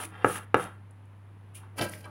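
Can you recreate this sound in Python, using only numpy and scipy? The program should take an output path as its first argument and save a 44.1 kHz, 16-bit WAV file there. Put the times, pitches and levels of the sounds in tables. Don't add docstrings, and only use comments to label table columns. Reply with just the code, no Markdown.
import sys
import numpy as np
from scipy import signal
from scipy.fft import rfft, irfft
from scipy.io import wavfile
from scipy.ndimage import uniform_filter1d

SR = 44100
rng = np.random.default_rng(int(sys.argv[2]) if len(sys.argv) > 2 else 0)


def persist_wave(psi):
    counts = np.round(np.clip(psi, -1, 1) * 32767).astype(np.int16)
    wavfile.write(sys.argv[1], SR, np.atleast_2d(counts).T)


def magnitude_from_level(level_db):
    exponent = np.asarray(level_db, float) / 20
    return 10 ** exponent


N = 92610


def unit(x):
    return x / np.sqrt(np.mean(x ** 2))


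def conv(x, h):
    return signal.fftconvolve(x, h)[:N]


def add(out, s, x):
    i = int(s * SR)
    out[i:i + len(x)] += x[:N - i]


def decay(t, t60):
    return 1000. ** (-t / t60)


def colour(x, table):
    f = np.arange(N // 2 + 1) * SR / N + 1
    hz, db = np.array(table).T
    gain = magnitude_from_level(np.interp(np.log(f), np.log(hz), db))
    return unit(irfft(rfft(x) * gain, N))


def curve(rows, col):
    r = np.array(rows)
    return magnitude_from_level(np.interp(np.arange(N) / SR, r[:, 0], r[:, col], left=-200, right=-200))


def grains(per_s, spread_db):
    hit = rng.random(N) < per_s / SR
    boost_db = spread_db * rng.exponential(size=N)
    return unit(hit * rng.standard_normal(N) * magnitude_from_level(boost_db))


def walk(rate):
    k = int(SR / rate)
    return unit(uniform_filter1d(uniform_filter1d(rng.standard_normal(N), k), k))


def ring(modes, size):
    t = np.arange(size) / SR
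    return sum(magnitude_from_level(db) * np.sin(2 * np.pi * hz * t) * decay(t, t60) for hz, db, t60 in modes)


def small(x, hz):
    return signal.sosfilt(signal.butter(3, hz, "high", fs=SR, output="sos"), x)


# [f/Hz, level/dB]
AIR_SPECTRUM = [(20, -22), (40, -11), (64, 2.5), (100, -4), (130, 3.5), (200, 3), (363, -3), (607, -9),
                (900, -5.5), (2000, -14), (3000, -19.5), (4870, -33.5), (9000, -40), (16000, -38.5)]


def air():
    level_db = -59 + 0.26 * walk(2.7)
    return magnitude_from_level(level_db) * colour(rng.standard_normal(N), AIR_SPECTRUM)


def hum():
    hz = 99.7 + 0.21 * walk(20)
    level_db = -48.5 + 0.7 * walk(8)
    return np.sqrt(2) * np.sin(2 * np.pi * np.cumsum(hz) / SR) * magnitude_from_level(level_db)


# [f/Hz, level/dB, t60/s]
ROOM_BANDS = [(130.6, -0.5, 0.58), (194, 5, 0.3), (423, 7.5, 0.19), (810, -5, 0.34), (1344, -2, 0.35),
              (1850, -6, 0.34), (4000, -4.5, 0.2), (8000, -26, 0.032)]
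# [delay/s, level/dB]
NEAR_ECHOES = [(.0025, -11), (.0078, -25), (0.0102, -27), (0.0125, -17), (0.0173, -27), (0.021, -20.5),
               (0.0251, -21), (0.0374, -20), (.052, -21.5)]


def room(x):
    swell_s, tail_db = 0.0045, -9
    t = np.arange(SR // 2) / SR
    tail = np.zeros(len(t))
    for hz, db, t60 in ROOM_BANDS:
        octave = [hz / np.sqrt(2), hz * np.sqrt(2)]
        band = signal.butter(2, octave, "band", fs=SR, output="sos")
        tail += signal.sosfilt(band, rng.standard_normal(len(t))) * magnitude_from_level(db) * decay(t, t60)
    tail = tail * np.clip(t / swell_s, 0, 1) ** 3 / np.sqrt(SR * 0.011)
    tail = magnitude_from_level(tail_db) * tail
    for delay_s, db in NEAR_ECHOES:
        add(tail, delay_s, magnitude_from_level([db]))
    return x + conv(x, tail)


# [t/s, level/dB, centre f/Hz, t60/s]
TICK_EVENTS = [(0.037, -35.5, 1460, 0.026), (.198, -78, 9500, 0.016), (.355, -30.5, 1410, .04),
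               (.64, -41.5, 5040, 0.011), (0.908, -64.5, 8300, 0.024), (1.055, -70, 9100, 0.013),
               (1.63, -49, 1000, 0.12), (1.8121, -28.5, 4000, 0.021), (1.849, -50, 8000, .012),
               (1.8958, -34, 9700, 0.0027), (1.936, -36.5, 2130, 0.011), (2.054, -62, 10700, 0.036),
               (2.054, -46, 1080, 0.17)]


def ticks():
    out, t = np.zeros(N), np.arange(5000) / SR
    for s, db, hz, t60 in TICK_EVENTS:
        band = signal.butter(2, [hz / 1.3, hz * 1.3], "band", fs=SR, output="sos")
        noise = unit(signal.sosfilt(band, rng.standard_normal(6000)))[1000:]
        rise = np.clip(30 * t / t60, 0, 1)
        add(out, s, magnitude_from_level(db) * noise * rise * decay(t, t60))
    return out


# [t/s, low rumble/dB, ringing/dB, hiss/dB]
SLIDE_COURSE = [(1.755, -58, -95, -88), (1.777, -46, -51.5, -48), (1.785, -48, -32.5, -38),
                (1.80, -32.5, -37, -49.5), (1.81, -28, -45, -49), (1.82, -35, -31.5, -38.5),
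                (1.84, -35, -37.5, -42.5), (1.87, -55, -48, -56), (1.9, -48, -53.5, -54),
                (1.92, -56.5, -72, -54.5), (1.94, -52.5, -76, -53), (1.97, -61, -76, -57.5),
                (2.035, -63, -66, -65.5), (2.046, -48.5, -45.5, -84), (2.07, -54, -62.5, -73),
                (2.1, -54, -67, -73)]
# [t/s, into low modes/dB, into high modes/dB]
HARD_JOLTS = [(1.779, -40, -31), (1.7843, -30, -15), (1.7945, -28, -10), (1.8118, -19.5, -9.5),
              (1.817, -4, -21), (1.82, -7.5, -9), (1.834, -20, -27), (1.8378, -23, -16.5),
              (2.041, -32, -47)]
# [f/Hz, level/dB, t60/s]
OBJECT_LOW_MODES = [(175, -13, 0.03), (256, -6, 0.03), (328, 1, 0.04), (440, -8, .02), (565, 0, 0.035),
                    (616, 4, 0.05), (836, -5.5, 0.041)]
# [f/Hz, level/dB, t60/s]
OBJECT_HIGH_MODES = [(1000, -0.5, 0.041), (1332, -3.5, 0.058), (1592, 0, 0.07), (1933, -0.5, 0.019),
                     (2310, -1, 0.025), (2658, -1, 0.03), (3026, 0.5, 0.026), (3350, -32, 0.016),
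                     (4060, -7.5, 0.019), (4560, -5.5, 0.022), (4880, -19, 0.05), (5670, -28, 0.031),
                     (6860, -19, 0.038)]
# [f/Hz, level/dB]
HISS_SPECTRUM = [(1000, -2.5), (2500, -0.5), (3800, -11), (5000, -5), (8000, -13.5), (11500, -10.5),
                 (13500, -6.5), (16000, -14.5)]


def slide():
    jolts = grains(2600, 1.0)
    hiss = colour(0.24 * jolts + rng.standard_normal(N), HISS_SPECTRUM)
    out = hiss * magnitude_from_level(2.8 * walk(110)) * curve(SLIDE_COURSE, 3)
    for col, modes in [(1, OBJECT_LOW_MODES), (2, OBJECT_HIGH_MODES)]:
        body = small(ring(modes, 9000), 86)
        body = body / np.sqrt(np.sum(body ** 2))
        drive = jolts * curve(SLIDE_COURSE, col)
        for jolt in HARD_JOLTS:
            add(drive, jolt[0], magnitude_from_level([jolt[col]]))
        out = out + conv(drive, body)
    return out


# [t/s, level/dB, f/Hz, rise/s, t60/s]
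SOFT_BUMPS = [(.002, -48, 260, .01, .12), (.025, -53, 180, .04, .3), (.045, -47, 312, .025, .09),
              (.18, -54, 520, .02, .1), (2.08, -49, 190, .02, .2)]


def bumps():
    out, t = np.zeros(N), np.arange(9000) / SR
    for s, db, hz, rise_s, t60 in SOFT_BUMPS:
        swell = np.clip(t / rise_s, 0, 1)
        add(out, s, swell * ring([(hz, db, t60)], 9000) / decay(rise_s, t60))
    return out


# [t/s, fine grit/dB, heavier drag/dB]
WIPE_PASSES = [
    [(0, -44, -41.5), (.035, -44.5, -47.5), (.055, -47.5, -54), (.075, -87, -69), (.115, -73, -59),
     (.15, -77, -43.5), (.18, -75.5, -48.5), (.243, -72.5, -49), (.252, -50, -42.5), (.30, -45, -44),
     (.36, -42.5, -44.5), (.39, -50, -43), (.4, -99, -52), (.435, -64, -56.5), (.45, -71, -75)],
    [(.545, -102, -21), (.57, -55, -76), (.6, -50, -38.5), (.64, -49.5, -41.5), (.68, -72.5, -50),
     (.77, -83, -66)],
    [(1.535, -85, -65), (1.552, -49.5, -100), (1.575, -53.5, -61.5), (1.615, -76, -62.5), (1.64, -77, -63),
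     (1.7, -102, -77)],
]
# [f/Hz, level/dB]
GRIT_SPECTRUM = [(1700, -42), (2150, -4), (2800, -1), (3300, -6.5), (4000, -12), (5000, -15.5),
                 (6200, -12.5), (7500, -12.5), (11000, -9.5), (14900, -18.5), (16000, -10.5)]
# [f/Hz, level/dB]
DRAG_SPECTRUM = [(150, -14.5), (300, -5.5), (566, -6.5), (900, 0), (1350, -5), (1750, 3), (2200, -9.5),
                 (2800, -12), (3200, -6.5), (3600, -27), (4000, -19), (5500, -25.5), (9000, -71)]
# [f/Hz, level/dB, t60/s]
WALL_MODES = [(914, -15, 0.036), (1400, 7, 0.035), (1654, -8, 0.034), (2776, -5, .06), (3650, -4, 0.017)]


def wiping():
    grit = colour(grains(9000, 1.2), GRIT_SPECTRUM) * magnitude_from_level(1.2 * walk(40))
    rasp = grains(5000, 0.46)
    wall = magnitude_from_level(-5) * unit(conv(rasp, ring(WALL_MODES, 4000)))
    drag = unit(colour(rasp, DRAG_SPECTRUM) + wall) * magnitude_from_level(2.15 * walk(57))
    return sum(curve(p, 1) * grit + curve(p, 2) * drag for p in WIPE_PASSES)


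# [t/s, push/s, crack/dB]
KNOCK_EVENTS = [(0.245, 0.00034, -31.5), (0.5433, 0.00028, -30)]
# [f/Hz, level/dB, t60/s]
POT_MODES = [(862, 1.5, 0.011), (1315, -0.5, 0.012), (1666, -6, 0.014), (1950, -7.5, 0.0068),
             (2225, -21, 0.019), (2736, -15, 0.015), (3425, -35, .01)]
# [f/Hz, level/dB, t60/s]
BELLY_MODES = [(312, -18, 0.11), (400, -9, 0.035), (485, -7, 0.035), (635, -22, .07)]
# [f/Hz, level/dB, t60/s]
TABLE_MODES = [(65.4, -38, 0.22), (128.6, -20, 0.071), (186.4, -26.5, 0.15)]


def knocks():
    touch_lead_s, touch_db = 0.00074, -8.5
    belly_rise_s, table_rise_s = 0.003, 0.0087
    out, t = np.zeros(N), np.arange(9000) / SR
    pot = ring(POT_MODES, 9000)
    belly = np.clip(t / belly_rise_s, 0, 1) * ring(BELLY_MODES, 9000)
    table = np.clip(t / table_rise_s, 0, 1) * ring(TABLE_MODES, 9000)
    for s, push_s, crack_db in KNOCK_EVENTS:
        push = np.zeros(200)
        for delay_s, db in [(touch_lead_s, 0), (0, touch_db)]:
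            u = (t[:200] - 2 * push_s - delay_s) / (push_s / 2)
            push += magnitude_from_level(db) * (u - .3) * np.exp(-u ** 2)
        blow = small(np.convolve(pot, push)[:9000], 264)
        blow = blow / np.abs(blow).max() - belly
        blow = blow / np.abs(blow).max()
        crack = magnitude_from_level(crack_db) * uniform_filter1d(rng.standard_normal(9000), 4) * np.exp(-t / 0.001)
        add(out, s, magnitude_from_level(-1.5) * (blow + table + crack))
    return out


def scene():
    sources = ticks() + slide() + bumps() + wiping() + knocks()
    return (room(sources) + hum() + air())[None]


def roll_off(x):
    return signal.sosfilt(signal.butter(12, 16250, fs=SR, output="sos"), x)


def record(dry):
    port_hz, width_hz, port_db = 9900, 600, 15
    port = signal.lfilter(*signal.iirpeak(port_hz, port_hz / width_hz, fs=SR), dry)
    top_cut = signal.ellip(10, .2, 60, 15900, fs=SR, output="sos")
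    mix = signal.sosfilt(top_cut, dry + (magnitude_from_level(port_db) - 1) * port)
    return roll_off(mix)


dry = scene()
out = record(dry)
persist_wave(out)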